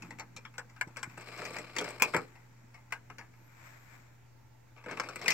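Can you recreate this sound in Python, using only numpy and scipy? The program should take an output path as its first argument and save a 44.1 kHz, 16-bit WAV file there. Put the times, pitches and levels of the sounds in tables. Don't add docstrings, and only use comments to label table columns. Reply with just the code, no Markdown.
import sys
import numpy as np
from scipy import signal
from scipy.fft import rfft, irfft, next_fast_len
from scipy.io import wavfile
from scipy.ndimage import uniform_filter1d

SR = 44100
rng = np.random.default_rng(int(sys.argv[2]) if len(sys.argv) > 2 else 0)


def boost_factor(decibels):
    exponent = np.asarray(decibels, float) / 20
    return 10 ** exponent


def log_audio(samples):
    frames = np.atleast_2d(samples).T
    limited = np.clip(frames, -1, 1)
    pcm = np.round(limited * 32767).astype(np.int16)
    wavfile.write(sys.argv[1], SR, pcm)


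N = 235229


def evened(x):
    return x / np.sqrt(np.mean(x ** 2) + 1e-20)


def early(x):
    return x / x[:880].std()


def read(points, hz):
    f, value = np.transpose(points)
    return np.interp(np.log(hz + 1), np.log(f + 1), value)


def add(mix, s, sound):
    part = mix[..., max(round(s * SR), 0):][..., :sound.shape[-1]]
    part += sound[..., :part.shape[-1]]


def decay(size, db_per_s):
    return boost_factor(-db_per_s * np.arange(size) / SR)


def highpass(x, order, hz):
    return signal.sosfilt(signal.butter(order, hz, "high", fs=SR, output="sos"), x)


def ring(x, modes, low_hz, high_hz):
    hz = np.fft.rfftfreq(x.shape[-1], 1 / SR) + 1
    body = 0
    for k, (f, width, db) in enumerate(modes):
        body = body + (-1) ** k * boost_factor(db) / (1 + 1j * (hz - f * f / hz) / width)
    low_cut = (1j * hz / low_hz / (1 + 1j * hz / low_hz)) ** 2
    high_cut = 1 / (1 + 1j * hz / high_hz) ** 2
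    return irfft(rfft(x) * body * low_cut * high_cut, x.shape[-1])


def grit(size, per_s, uneven_db):
    hit, big, sign = rng.random(size), rng.exponential(1, size), rng.standard_normal(size)
    return (hit < per_s / SR) * boost_factor(uneven_db * np.minimum(big, 4)) * sign


def apart(x, lag):
    return np.array([x, np.roll(x, lag)])


def struck(modes):
    chance = rng.standard_normal((len(modes), 2))
    return [(f * (1 + .025 * a), width, db + 1.5 * b) for (f, width, db), (a, b) in zip(modes, chance)]


def chatter(peak_db, t60):
    t = np.arange(16384) / SR
    fade = boost_factor(-60 * t / max(t60, .01)) + 0.13 * boost_factor(-60 * t / 0.021)
    contacts = grit(len(t), 7000, 0.91) * fade * (t < .25) * (1 - np.exp(-t / 0.0005))
    contacts[[0, 30]] = .6, 3.4 * boost_factor(.35 * (peak_db + 30))
    return contacts


# frequency in Hz, width in Hz, level in dB.
SHELL = [(1468, 87, -8.5), (1734, 475, -7), (2050, 400, -0.5), (2230, 355, 3), (2450, 240, -3),
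         (2800, 190, -13)]
PANEL = [(831, 233, -2), (1004, 57, 3), (1260, 230, -3.5)]
THUD = [(200, 140, -6), (274, 120, -3), (395, 110, -1), (448, 70, 2), (596, 160, -4.5)]


def click(push, peak_db, hz, thud_db, panel_db):
    shell = ring(push * decay(len(push), 150), struck(SHELL), 640, 9000)
    shell = shell + 0.7 * ring(shell + 1.2 * push, [(hz, 200, 0)], 100, 30000)
    panel = ring(push, struck(PANEL), 570, 2100)
    thud = ring(push * decay(len(push), 100), struck(THUD), 130, 2000)
    body = shell / abs(shell).max() + boost_factor(panel_db - 5.0) * early(panel) + boost_factor(thud_db - 8.5) * early(thud)
    return boost_factor(peak_db - 3.0) * body


# frequency in Hz, width in Hz, level in dB.
SNAP = [(3153, 470, 4.5), (4620, 360, 4), (5043, 170, 6.5), (5990, 870, 2.5)]
CRISP = [(7330, 740, 3), (7840, 680, 3.5)]
FIZZ = [(9000, 5100, 4), (12950, 2500, 4), (15500, 2000, 2.5)]


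def edge(push, peak_db, crisp_db, fizz_db):
    push = np.clip(push, -4, 4) * decay(len(push), 420)
    snap = ring(push, struck(SNAP), 3300, 12000)
    crisp = ring(push, struck(CRISP), 4500, 12000)
    fizz = ring(push * decay(len(push), 500), struck(FIZZ), 8000, 30000)
    bright = snap / abs(snap).max() + boost_factor(crisp_db) * early(crisp) - boost_factor(fizz_db + 1.0) * early(fizz)
    return boost_factor(peak_db + 1.0) * apart(bright, rng.integers(0, 14))


def knocks(rows, t60, panel_db, crisp_db, fizz_db):
    out = np.zeros((2, N))
    usual_db = np.mean(rows, axis=0)[1]
    for s, peak_db, hz, thud_db, edge_db in rows:
        push = chatter(peak_db, t60 * boost_factor(-0.26 * (peak_db - usual_db)))
        shine_db = -0.26 * edge_db
        moved_db = panel_db + 0.078 * (thud_db + 13.5) - 0.19 * (peak_db + 33)
        add(out, s, click(push, peak_db, hz, thud_db, moved_db))
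        add(out, s, edge(push, peak_db + edge_db, crisp_db + shine_db, fizz_db + shine_db))
    return out


# chatter t60 in seconds, panel in dB, crisp in dB, fizz in dB.
FINGER = [(.0216, -37.5, 2360, -16, -8.5), (.106, -34.5, 1960, -13, -16.5), (.1855, -38.5, 2110, -16, -12),
          (.195, -35.5, 905, -19, -2), (.3635, -38.5, 2360, -13, -1.5), (.539, -50.5, 1680, -9, -13),
          (.5806, -30, 1550, -14, -6), (.695, -52, 1970, -39, -6), (.811, -18, 1630, -57, -14),
          (.873, -49.5, 902, -4, -8), (.961, -38, 2330, -28, -22), (.969, -31, 1560, -10, -7),
          (.991, -52, 1100, -30, 1), (1.0293, -27, 1500, -32, -5), (1.095, -48.5, 2270, -30, -11)]
FINGER_KIND = (0.1535, -9.5, -18.5, -28)
TAPS = [
    (2.353, -47, 2050, -31, -17.5),
    (2.742, -46, 2130, -26, -8.5),
    (2.906, -51, 1420, -27, -10),
    (2.9225, -23, 1550, -25.5, -13),
    (3.183, -37.5, 1720, -13.5, -7.5),
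    (3.334, -55.5, 2260, -36, -19),
]
TAP_KIND = (0.26, -9, -24, -26.5)
PADS = [
    (.4505, -35, 3340, -31, -17),
    (.763, -44.5, 1550, -43, -17),
    (3.1, -37.5, 1180, -8.5, -16.5),
]
PAD_KIND = (0.11, -9, -29, -46)


def finger():
    return knocks(FINGER, *FINGER_KIND) + knocks(TAPS, *TAP_KIND) + knocks(PADS, *PAD_KIND)


INWARD = [(1.338, -39, 2130, -24, -20), (1.375, -43.5, 1290, -10.5, -2.5), (1.418, -35.5, 1190, 0, -15),
          (1.451, -32, 2270, -11, -4.5), (1.534, -41, 2150, -15, -3), (1.566, -29, 2260, -26, -12.5),
          (1.585, -30.5, 2370, -4, -9), (1.764, -24, 2230, -11, -9.5), (1.784, -23.5, 3240, -7.5, -3.5),
          (1.811, -31, 1200, 4.5, -4), (1.842, -35.5, 1200, -4, -3.5)]
INWARD_KIND = (0.13, -11, -18.5, -29)
OUTWARD = [(4.772, -50, 2550, -7.5, -16), (4.839, -44.5, 1600, -7, -14), (4.861, -37.5, 1410, 2.5, -18),
           (4.884, -36.5, 1500, -9, -18), (4.911, -32.5, 1410, -2, -9.5), (4.972, -29, 2270, -10, -25),
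           (4.998, -20, 1093, -14, -12), (5.034, -37, 2550, -4, -11), (5.087, -32.5, 1120, -7.5, -8.5),
           (5.214, -34.5, 2195, -30, -7), (5.259, -24, 2500, -27, -16)]
OUTWARD_KIND = (0.13, -8.5, -22.5, -30.5)


def tray():
    return knocks(INWARD, *INWARD_KIND) + knocks(OUTWARD, *OUTWARD_KIND)


LATCH = [
    (1.998, -30, 2360, -19.5, -15),
    (2.021, -8, 2450, -20, -9.5),
]
LATCH_KIND = (0.18, -8.5, -20, -21)
CLAMP = [
    (2.137, -25.5, 1330, -3.5, -27.5),
    (2.145, -18, 1618, -2, -20.5),
    (2.164, -24.5, 1240, -12.5, -9),
]
CLAMP_KIND = (0.14, -5.5, -17, -25)
TICKS = [
    (1.175, -37, 600, -4, -17),
    (1.209, -42.5, 2270, -16, -11.5),
    (1.505, -44, 1150, 7.5, -9),
    (1.887, -47, 2000, -25, 2),
    (1.904, -38.5, 2270, -8.5, -6.5),
    (5.158, -32.5, 2600, -6.5, -9),
]
TICK_KIND = (0.09, -9.5, -12, -22)
FLAP = [
    (5.28, -14, 2050, -26, -6),
    (5.304, -20.5, 2430, -26, 0),
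]
FLAP_KIND = (.2, -14.5, -21, -26)


def door():
    shut = knocks(LATCH, *LATCH_KIND) + knocks(CLAMP, *CLAMP_KIND)
    return shut + knocks(TICKS, *TICK_KIND) + knocks(FLAP, *FLAP_KIND)


# frequency in Hz, width in Hz, level in dB.
RACK = [(589, 56, -10.5), (918, 750, -4.5), (1170, 45, 10.5), (1550, 400, -6), (1970, 99, -19),
        (2270, 470, 3.5), (2440, 200, -12)]
RAILS = [(3114, 670, -6), (4170, 220, 5), (5000, 300, 2), (5770, 873, -10), (7550, 600, -4),
         (13220, 1300, -13.5), (15400, 1700, -19)]


def travel(load, rumble_db, hiss_db, rise_db):
    s, load_db = np.transpose(load)
    t = s[0] + np.arange(next_fast_len(int((s[-1] - s[0]) * SR))) / SR
    mid_load_db = -50
    over_db = np.interp(t, s, load_db) - mid_load_db
    judder = boost_factor(2.8 * evened(uniform_filter1d(rng.standard_normal(len(t)), 300)))
    teeth = judder * grit(len(t), 4500, 2.6)
    rack = boost_factor(over_db + 1.0) * evened(ring(teeth, RACK, 510, 3400))
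    rumble = boost_factor(1.4 * over_db + rumble_db) * evened(ring(teeth, THUD, 62, 1200))
    rails = 0.24 * apart(teeth, 1) + 2.9 * judder * grit((2, len(t)), 3500, 1.4)
    friction_db = 0.99 * over_db + hiss_db + 3.5 + rise_db * (t - s[0])
    hiss = boost_factor(friction_db) * evened(ring(rails, RAILS, 1700, 28000))
    return s[0], boost_factor(mid_load_db) * (rack + rumble + hiss) * signal.windows.tukey(len(t), .02)


# time in seconds, level in dB.
LOAD_IN = [(1.165, -62), (1.28, -54.5), (1.4, -50.5), (1.48, -48), (1.6, -51.5), (1.72, -58), (1.78, -50),
           (1.87, -49), (1.99, -56)]
LOAD_SHUT = [(1.981, -63.5), (2.06, -49.5), (2.13, -57.5), (2.21, -59), (2.3, -77.5)]
LOAD_OUT = [(4.761, -62.5), (4.84, -71), (4.9, -50), (4.96, -52.5), (5.05, -53.5), (5.14, -57.5),
            (5.24, -51), (5.334, -45)]
# rumble in dB, hiss in dB, hiss gained in dB per second.
STROKES = [
    (-1.5, -9.5, -2),
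    (3, -5.5, -3),
    (0, -21.5, 28),
]


def motor():
    out = np.zeros((2, N))
    for load, layers in zip([LOAD_IN, LOAD_SHUT, LOAD_OUT], STROKES):
        add(out, *travel(load, *layers))
    return out


def bump(peak_db, hz):
    t = np.arange(6000) / SR
    swing = np.cos(2 * np.pi * hz * t) + 0.52 * np.cos(2 * np.pi * 2.3 * hz * t)
    soft_start = (1 - np.exp(-t / 0.0023)) ** 2
    return highpass(boost_factor(peak_db + 4.0 - 1740 * t) * swing * soft_start, 2, 70)


# start in seconds, peak in dB, frequency in Hz.
BUMPS = [
    (0.869, -35.5, 142),
    (1.071, -36, 136),
    (2.017, -27.5, 242),
    (2.169, -29.5, 113),
]


def case_bumps():
    out = np.zeros(N)
    for s, *row in BUMPS:
        add(out, s, bump(*row))
    return out


def shaped(x, spectrum):
    return evened(irfft(rfft(x) * boost_factor(read(spectrum, np.fft.rfftfreq(N, 1 / SR))), N))


# frequency in Hz, level in dB per Hz.
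SKIN = [(200, -31), (320, -18.5), (500, -10), (1000, -4.5), (1500, -3), (2400, -4), (2800, -15.5),
        (4000, -18.5), (5500, -20), (6500, -18.5), (7600, -13.5), (9400, -44), (12700, -20), (15700, -27.5)]
# middle in seconds, fading in dB per second, skin in dB, rumble in dB.
WIPES = [
    (.06, 120, -63, -54.5),
    (.6, 2.5, -71, -67.5),
    (1.12, 78.5, -61.5, -69),
    (2.3, 54.5, -68, -91.5),
    (3.05, 26.5, -77, -75),
    (3.67, 90.5, -55.5, -81),
    (3.94, 86, -60.5, -75.5),
]


def brush():
    t = np.arange(N) / SR
    skin = shaped(grit(N, 6900, 2.0) + 3.9 * grit((2, N), 5000, 1.4), SKIN)
    rumble = evened(ring(grit(N, 600, 0.83), [(152, 230, -2.5), (240, 69, 6.5), (330, 66, -4.5)], 80, 870))
    s, fade_db, skin_db, rumble_db = np.transpose(WIPES)
    swell = boost_factor(-fade_db * abs(t[:, None] - s))
    return (swell @ boost_factor(skin_db)) * skin + (swell @ boost_factor(rumble_db)) * rumble


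# time in seconds, level in dB.
WHINE = [(3.27, -100), (3.36, -81), (3.47, -75), (3.58, -91), (3.7, -84), (3.82, -76), (4.0, -91),
         (4.1, -100)]


def whine():
    t = np.arange(N) / SR
    level_db = np.interp(t, *np.transpose(WHINE), left=-120, right=-120)
    band = ring(rng.standard_normal(N), [(13100, 400, 0)], 100, 30000)
    band = ring(band, [(12840, 700, 0)], 100, 30000)
    line = ring(rng.standard_normal(N), [(14260, 40, 0)], 100, 30000) * (t > 4.3) * (t < 4.85)
    return boost_factor(level_db) * evened(band) + boost_factor(-100) * evened(line)


# frequency in Hz, left over right in dB.
LEAN = [(300, -1), (1000, 0), (1550, 7.5), (2400, 10.5), (3100, 0), (4000, -3.5), (5500, 14.5),
        (7000, -13.5), (8100, 17), (9500, 5), (15000, 6.5)]
# frequency in Hz, phase by which left leads in radians.
LEAD = [(300, 0), (1000, .1), (1550, .3), (2070, -1.1), (2600, -1.3), (3100, -2.2), (4000, -1.6)]


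def ports(x):
    hz = np.fft.rfftfreq(N, 1 / SR)
    half = boost_factor(.5 * read(LEAN, hz))
    return irfft(rfft(x) * np.array([half, np.exp(-1j * read(LEAD, hz)) / half]), N)


# frequency in Hz, t60 in seconds.
ROOM = [(200, 0.41), (1000, 0.12), (4000, 0.046), (12000, 0.074)]


def room(x):
    taps = np.zeros((2, SR // 2))
    at = np.arange(200, SR // 2 - 20, 20) + rng.integers(0, 20, (2, (SR // 2 - 201) // 20))
    np.put_along_axis(taps, at, rng.choice([-1., 1.], at.shape), 1)
    hz, t, z = signal.stft(taps, SR, nperseg=256)
    wide = hz / (hz + 300)
    z = z.mean(0) + wide[:, None] * (z - z.mean(0))
    tail = signal.istft(z * boost_factor(-60 * t / read(ROOM, hz)[:, None]), SR, nperseg=256)[1]
    return signal.fftconvolve(x, tail / np.linalg.norm(tail[0]), axes=1)[:, :N]


# frequency in Hz, level in dB.
AIR = [(26, -42.5), (45, -6), (70, -7.5), (123, -3), (173, -19.5), (238, -13.5), (735, -19), (894, -14.5),
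       (1110, -22), (2320, -23.5), (3270, -32), (7170, -29), (9160, -41), (15700, -35)]
# frequency in Hz, likeness of the two ports from -1 to 1.
AIR_SAME = [(60, 0.61), (180, 0.16), (550, -0.26), (1650, 0.66), (4970, -0.073), (15000, -0.27)]
# frequency in Hz, left over right in dB.
AIR_LEAN = [(60, 3), (180, -4.5), (550, 0), (1650, -4), (4970, -0.7), (15000, -1.5)]


def air():
    frames, hz = N // 512 + 5, np.fft.rfftfreq(2048, 1 / SR)
    a, b, c, d, patches = rng.standard_normal((frames, 1025, 5)).T
    patches = evened(uniform_filter1d(uniform_filter1d(patches, 20, 0), 6, 1))
    same = np.clip(read(AIR_SAME, hz), -1, 1)[:, None]
    left = a + 1j * b
    z = np.array([left, same * left + np.sqrt(1 - same ** 2) * (c + 1j * d)])
    lean_db = np.multiply.outer([.5, -.5], read(AIR_LEAN, hz))[..., None]
    z *= boost_factor(read(AIR, hz)[:, None] + 1.5 * patches + lean_db)
    hiss = signal.istft(z, nperseg=2048, noverlap=1536)[1][:, :N]
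    return boost_factor(-69) * hiss / highpass(hiss.mean(0), 4, 200).std()


# frequency in Hz, level in dB rms.
HUM = (120, -58.5)
# frequency in Hz, level in dB rms.
TONES = [(875, -81), (541, -88), (1363, -85), (5780, -93), (11520, -96)]


def hum():
    t = np.arange(N) / SR
    hum_hz, hum_db = HUM
    lines = boost_factor(hum_db + 3.5 - .5 * t) * np.sin(2 * np.pi * hum_hz * t)
    for tone_hz, db in TONES:
        drift = evened(uniform_filter1d(rng.standard_normal(N), 6000))
        phase = 2 * np.pi * np.cumsum(tone_hz * (1 + 0.00058 * drift)) / SR
        lines = lines + boost_factor(db + 3.5 + 0.58 * drift) * np.sin(phase)
    return lines


def scene():
    near = ports(finger() + tray() + door() + motor() + brush() + whine())
    return near + boost_factor(-12) * room(near.mean(0)[None]) + case_bumps() + air() + hum()


def top_cut(x):
    return signal.sosfilt(signal.butter(12, 15720, fs=SR, output="sos"), x)


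def record(dry):
    heard = highpass(dry, 2, 32)
    return top_cut(heard - .0005)


dry = scene()
out = record(dry)
log_audio(out)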